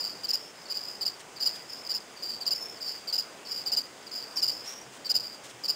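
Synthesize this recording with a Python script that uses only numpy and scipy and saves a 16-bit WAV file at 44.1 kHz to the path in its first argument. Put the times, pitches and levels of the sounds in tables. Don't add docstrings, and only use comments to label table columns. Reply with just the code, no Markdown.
import sys
import numpy as np
from scipy import signal
from scipy.fft import rfft, irfft, next_fast_len
from scipy.io import wavfile
from scipy.ndimage import uniform_filter1d, map_coordinates

SR = 44100
rng = np.random.default_rng(int(sys.argv[2]) if len(sys.argv) > 2 else 0)


def elevation(decibels):
    levels = np.asarray(decibels, float)
    return 10 ** (levels / 20)


def transcribe(u):
    v = np.clip(np.atleast_2d(u).T, -1, 1)
    q = np.round(v * 32767).astype(np.int16)
    wavfile.write(sys.argv[1], SR, q)


N = 253575
T = np.arange(N) / SR


def unit(x):
    return x / np.sqrt(np.mean(x ** 2) + 1e-20)


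def along(points, hz):
    f, v = np.transpose(points)
    return np.interp(np.log(hz + 1), np.log(f + 1), v)


def filtered(x, response):
    m = next_fast_len(len(x) + 8192)
    return irfft(rfft(x, m) * response(np.fft.rfftfreq(m, 1 / SR)), m)[:len(x)]


def wobble(rate):
    return map_coordinates(rng.standard_normal(int(N * rate / SR) + 4), [T * rate])


def add(track, s, x):
    part = track[max(round(s * SR), 0):][:len(x)]
    part += x[:len(part)]


# (f/Hz, level/dB per Hz)
AIR = [(13, -51), (22, -19), (54, -20.5), (125, -7), (366, -0.5), (461, -0.5), (565, -1), (809, -2),
       (1570, -6.5), (2080, -7.5), (3380, -9.5), (4840, -20.5), (6410, -10), (9900, -17.5), (12900, -40),
       (21800, -120)]
# (f/Hz, level/dB rms)
WHINE = [(1491, -71), (2018, -71.5), (7585, -69)]


def room_air():
    z = signal.stft(rng.standard_normal(N + 512), nperseg=512)[2]
    patches = uniform_filter1d(rng.standard_normal(z.shape), size=8, axis=0)
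    patches = uniform_filter1d(patches, size=10, axis=1)
    rush = signal.istft(z * elevation(0.93 * unit(patches)), nperseg=512)[1][:N]
    rush = unit(filtered(rush, lambda hz: elevation(along(AIR, hz))))
    tones = np.zeros(N)
    for hz, db in WHINE:
        level = elevation(db + 3 + 2 * wobble(4))
        tones += level * np.sin(2 * np.pi * hz * T + 1.3 * wobble(8))
    return elevation(-48.5 + 0.3 * wobble(2)) * rush + tones


def narrow_haze():
    center_hz, width_hz = 4850, 400
    haze = filtered(rng.standard_normal(N), lambda hz: np.exp(-((hz - center_hz) / width_hz) ** 2))
    return elevation(-61.5 + 1.6 * wobble(6)) * unit(haze)


# (f/Hz, time to fade 60 dB t/s)
BOX = [(3000, 0.24), (7000, 0.26)]


def crickets(strokes, lead, swell, unsteady_hz, direct_db, glass_t60, trim_db):
    out, t = np.zeros(N), np.arange(SR // 4) / SR
    for s, db, hz, length, room_db, fall in strokes:
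        chance = rng.standard_normal((4, len(t)))
        u = np.clip(t / length, 0, 1)
        drift = unit(uniform_filter1d(chance[0], size=90))
        pitch = hz * (1 + fall * (0.25 - u ** 1.797)) + unsteady_hz * drift
        tone = np.sin(np.pi * u) ** swell * np.sin(2 * np.pi * np.cumsum(pitch) / SR)

        panes = np.sign(chance[1]) * (np.abs(chance[1]) > 2.8)
        glass = (panes + 0.019 * chance[3]) * elevation(-60 * t / glass_t60)
        glass /= np.linalg.norm(glass)
        glass[0] += elevation(direct_db)
        tail = chance[2] * elevation(-60 * t / along(BOX, hz)) * (1 - np.exp(-t / 0.014))

        close = signal.fftconvolve(tone, glass)[:len(t)]
        late = signal.fftconvolve(tone, tail)[:len(t)]
        energy = np.linalg.norm(tone)
        both = close / np.linalg.norm(close) + elevation(room_db) * late / np.linalg.norm(late)
        add(out, s - lead, elevation(db + trim_db) * energy * both)
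    return out


# (t/s, peak level/dB, f/Hz)
SECOND = [(0.0024, -25, 4914), (0.0594, -27.5, 4837), (0.0294, -29, 4665), (0.6554, -43, 4550),
          (0.7044, -25.5, 4860), (0.7517, -25, 4890), (1.367, -36, 4650), (1.4062, -24.5, 4793),
          (1.4344, -23.5, 4960), (1.8547, -32, 4900), (2.169, -40.5, 4670), (2.2298, -27.5, 4813),
          (2.2594, -44, 4820), (2.2907, -27.5, 4793), (2.7696, -43.5, 4630), (2.812, -29, 4873),
          (2.8599, -29.5, 4700), (2.8779, -29.5, 4990), (3.455, -43, 5180), (3.4825, -33.5, 5030),
          (3.5109, -28.5, 4864), (3.5594, -30, 4910), (3.6072, -34.5, 4910), (4.0716, -37.5, 4660),
          (4.12, -29.5, 4940), (4.1609, -28.5, 4920), (4.3645, -29.5, 5320), (3.458, -39, 4620),
          (3.519, -37.5, 5240)]


def second_cricket():
    length_s, room_db, fall = 0.029, -1, 0.06
    strokes = [(s, db, hz, length_s, room_db, fall) for s, db, hz in SECOND]
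    return crickets(strokes, lead=0.0056, swell=0.23, unsteady_hz=75.7,
                    direct_db=1.5, glass_t60=0.071, trim_db=-3.0)


# (t/s, stroke spacing t/s, first level/dB, change per stroke level/dB, f/Hz)
DISTANT = [(0.0894, .035, -35, -3, 4890), (0.385, 0.029, -41, -2, 5260), (0.5591, 0.029, -49, 2.5, 5020),
           (0.8094, 0.023, -36, 1.4, 5024), (0.9428, .015, -48, 1, 5070), (1.4994, 0.031, -34.5, -2, 4950),
           (1.685, 0.03, -34.5, -0.5, 5100), (1.998, .03, -58, -1, 5050), (2.3194, .016, -37, -5, 4770),
           (2.5394, .034, -32.5, 0, 5230), (2.7142, 0.01, -42.5, -5.5, 5080),
           (2.9194, 0.019, -38.5, -2, 4820), (4.1994, 0.035, -34.5, -3.5, 4780),
           (4.52, 0.024, -36.5, 0.6, 5110), (4.6603, 0.035, -33.5, -2, 5660),
           (5.1994, .031, -30, -2.1, 4850), (5.4494, .02, -58, 0.5, 5170)]


def distant_crickets():
    length_s, room_db, fall = 0.0311, -2.4, 0.028
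    tiring_db, scatter_hz = 0.4, 68.3
    scatter = scatter_hz * rng.standard_normal((len(DISTANT), 5))
    strokes = []
    for (s, gap, db, step_db, hz), offset in zip(DISTANT, scatter):
        for k in range(5):
            level_db = db + k * step_db - tiring_db * k * k
            strokes.append((s + k * gap, level_db, hz + offset[k], length_s, room_db, fall))
    return crickets(strokes, lead=0.0055, swell=0.32, unsteady_hz=90,
                    direct_db=-2.5, glass_t60=0.15, trim_db=-3.5)


# (t/s, peak level/dB, f/Hz, silent gap before it t/s)
NEAR = [(0.24, -23.5, 4746, .006), (0.292, -18.5, 5030, 0.017), (0.339, -17.5, 5050, 0.022),
        (1.0161, -22, 4770, .006), (1.063, -16.5, 4850, .02), (1.462, -14.5, 4900, .004),
        (1.899, -20.5, 4800, 0.019), (1.945, -21, 5066, .008), (2.411, -27, 4650, 0.017),
        (2.4655, -16, 4870, 0.025), (2.5157, -16.5, 4980, 0.012), (3.0794, -25.5, 4650, 0.0056),
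        (3.133, -17, 4890, 0.015), (3.1857, -17.5, 4965, 0.015), (3.6653, -21.5, 4784, 0.025),
        (3.724, -15.5, 4924, .012), (3.775, -17, 4890, 0.019), (4.3725, -22, 4840, 0.0044),
        (4.425, -15.5, 4956, 0.017), (4.484, -17, 4870, 0.013), (5.0534, -25, 4665, 0.013),
        (5.101, -15.5, 4913, 0.014), (5.155, -16.5, 4950, 0.03), (5.643, -21, 4770, 0.0039),
        (5.69, -15.5, 4960, 0.021)]


def near_cricket():
    length_s, fall = 0.02702, 0.072
    inside_room_db, last_room_db = -3.5, -19.5
    wait = np.diff([row[0] for row in NEAR], append=np.inf)
    strokes = []
    for (s, db, hz, _), until_next in zip(NEAR, wait):
        room_db = inside_room_db if until_next < 0.1 else last_room_db
        strokes.append((s, db, hz, length_s, room_db, fall))
    return crickets(strokes, lead=0.006, swell=0.24, unsteady_hz=69,
                    direct_db=5.0, glass_t60=0.14, trim_db=-5.0)


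# (t/s, peak level/dB, length t/s)
SCUFFS = [
    (1.194, -45.5, 0.023),
    (1.549, -45.5, 0.022),
    (4.645, -47.5, 0.099),
    (4.93, -51, 0.049),
    (5.435, -47, 0.04),
    (5.488, -48, 0.032),
]
# (f/Hz, level/dB per Hz)
GRIT = [(200, -28), (1000, -5), (3000, 3), (5000, -2), (7500, 0.5), (9500, -3)]


def scuffs():
    out = np.zeros(N)
    for s, db, length in SCUFFS:
        u = np.arange(round(length * SR)) / (length * SR)
        grains = rng.standard_normal(SR // 4) * elevation(3 * rng.standard_normal(SR // 4))
        grains = unit(filtered(grains, lambda hz: elevation(along(GRIT, hz))))
        add(out, s, elevation(db + 1) * np.sin(np.pi * u) ** 0.13 * grains[:len(u)])
    return out


# (t/s, peak level/dB, f/Hz)
BUMPS = [
    (4.448, -49, 125),
    (4.849, -46, 129),
    (5.17, -50, 112),
    (5.43, -49.5, 124),
    (5.536, -47, 125),
]


def bumps():
    out, t = np.zeros(N), np.arange(SR // 3) / SR
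    for s, db, hz in BUMPS:
        ring = elevation(db - 2.5 - 60 * t / 0.27) * (1 - np.exp(-t / 0.014))
        add(out, s, ring * np.sin(2 * np.pi * hz * t))
    return out


def scene():
    room = room_air() + narrow_haze()
    singers = second_cricket() + distant_crickets() + near_cricket()
    return (room + singers + scuffs() + bumps())[None]


# (offset t/s, length t/s, depth level/dB)
AFTER_STROKE = (0.0287, 0.006, -26)
# (middle t/s, length t/s, depth level/dB)
STRAY_MUTES = [(0.263, 0.014, -24), (0.651, 0.012, -20), (0.678, 0.018, -18), (0.805, 0.0094, -33),
               (1.634, 0.011, -18), (1.675, .013, -13), (1.829, 0.025, -12), (1.993, 0.036, -18),
               (2.312, 0.009, -21), (3.439, 0.009, -13), (3.828, 0.033, -17), (4.09, 0.027, -12),
               (5.194, 0.011, -33)]


def mutes():
    gap_ends_s, gap_db, second_gap_s = 0.0053, -26, 0.0186
    faint_db, fades_db = -42, 22
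    sudden = [(s, gap) for s, _, _, gap in NEAR]
    sudden += [(SECOND[k][0], second_gap_s) for k in (5, 7, 15, 24)]
    before = [(s - gap_ends_s - gap / 2, gap, gap_db) for s, gap in sudden]
    offset, length, depth = AFTER_STROKE
    after = []
    for s, db, _, _ in NEAR:
        after.append((s + offset, length, depth * np.clip((db - faint_db) / fades_db, 0, 1)))
    return before + after + STRAY_MUTES


def envelope(x):
    return np.sqrt(np.abs(uniform_filter1d(x ** 2, size=450)))


# (low f/Hz, high f/Hz, noise under the band level/dB, spill under the chirp level/dB)
CAMERA_BANDS = [(3900, 4400, -6, -32), (4400, 5150, -11, -30), (5150, 5500, -4, -20),
                (5500, 6400, -14, -32)]


def starved_camera(x):
    chirps = lambda hz: (hz > 4350) & (hz < 5600)
    chirp_level = envelope(filtered(x, chirps))
    for low, high, own_db, spill_db in CAMERA_BANDS:
        inside = lambda hz: (hz > low) & (hz < high)
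        level = elevation(own_db) * envelope(filtered(x, inside)) + elevation(spill_db) * chirp_level
        x = x + level * unit(filtered(rng.standard_normal(N), inside))
        blocks = np.clip(1.66 + 0.91 * wobble(260), 0, 1)
        x = x + filtered(filtered(x, inside) * (unit(blocks) - 1), inside)
    gate_db = np.zeros(N)
    for s, length, db in mutes():
        gate_db += db * np.clip(1.6 - np.abs(T - s) / length * 5.2, 0, 1)
    gated = x + filtered(x, chirps) * (elevation(gate_db) - 1)
    return filtered(gated, lambda hz: hz < 10000)


def held_samples(x):
    slow = signal.resample_poly(x, 320, 441)
    return slow[np.minimum(np.arange(N) * 32000 // SR, len(slow) - 1)]


def low_pass(x):
    return signal.sosfilt(signal.butter(12, 16990, fs=SR, output="sos"), x)


def record(dry):
    mirrored = held_samples(starved_camera(dry[0]))
    mix = filtered(mirrored, lambda hz: hz < 15750)[None]
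    return low_pass(mix)


dry = scene()
out = record(dry)
transcribe(out)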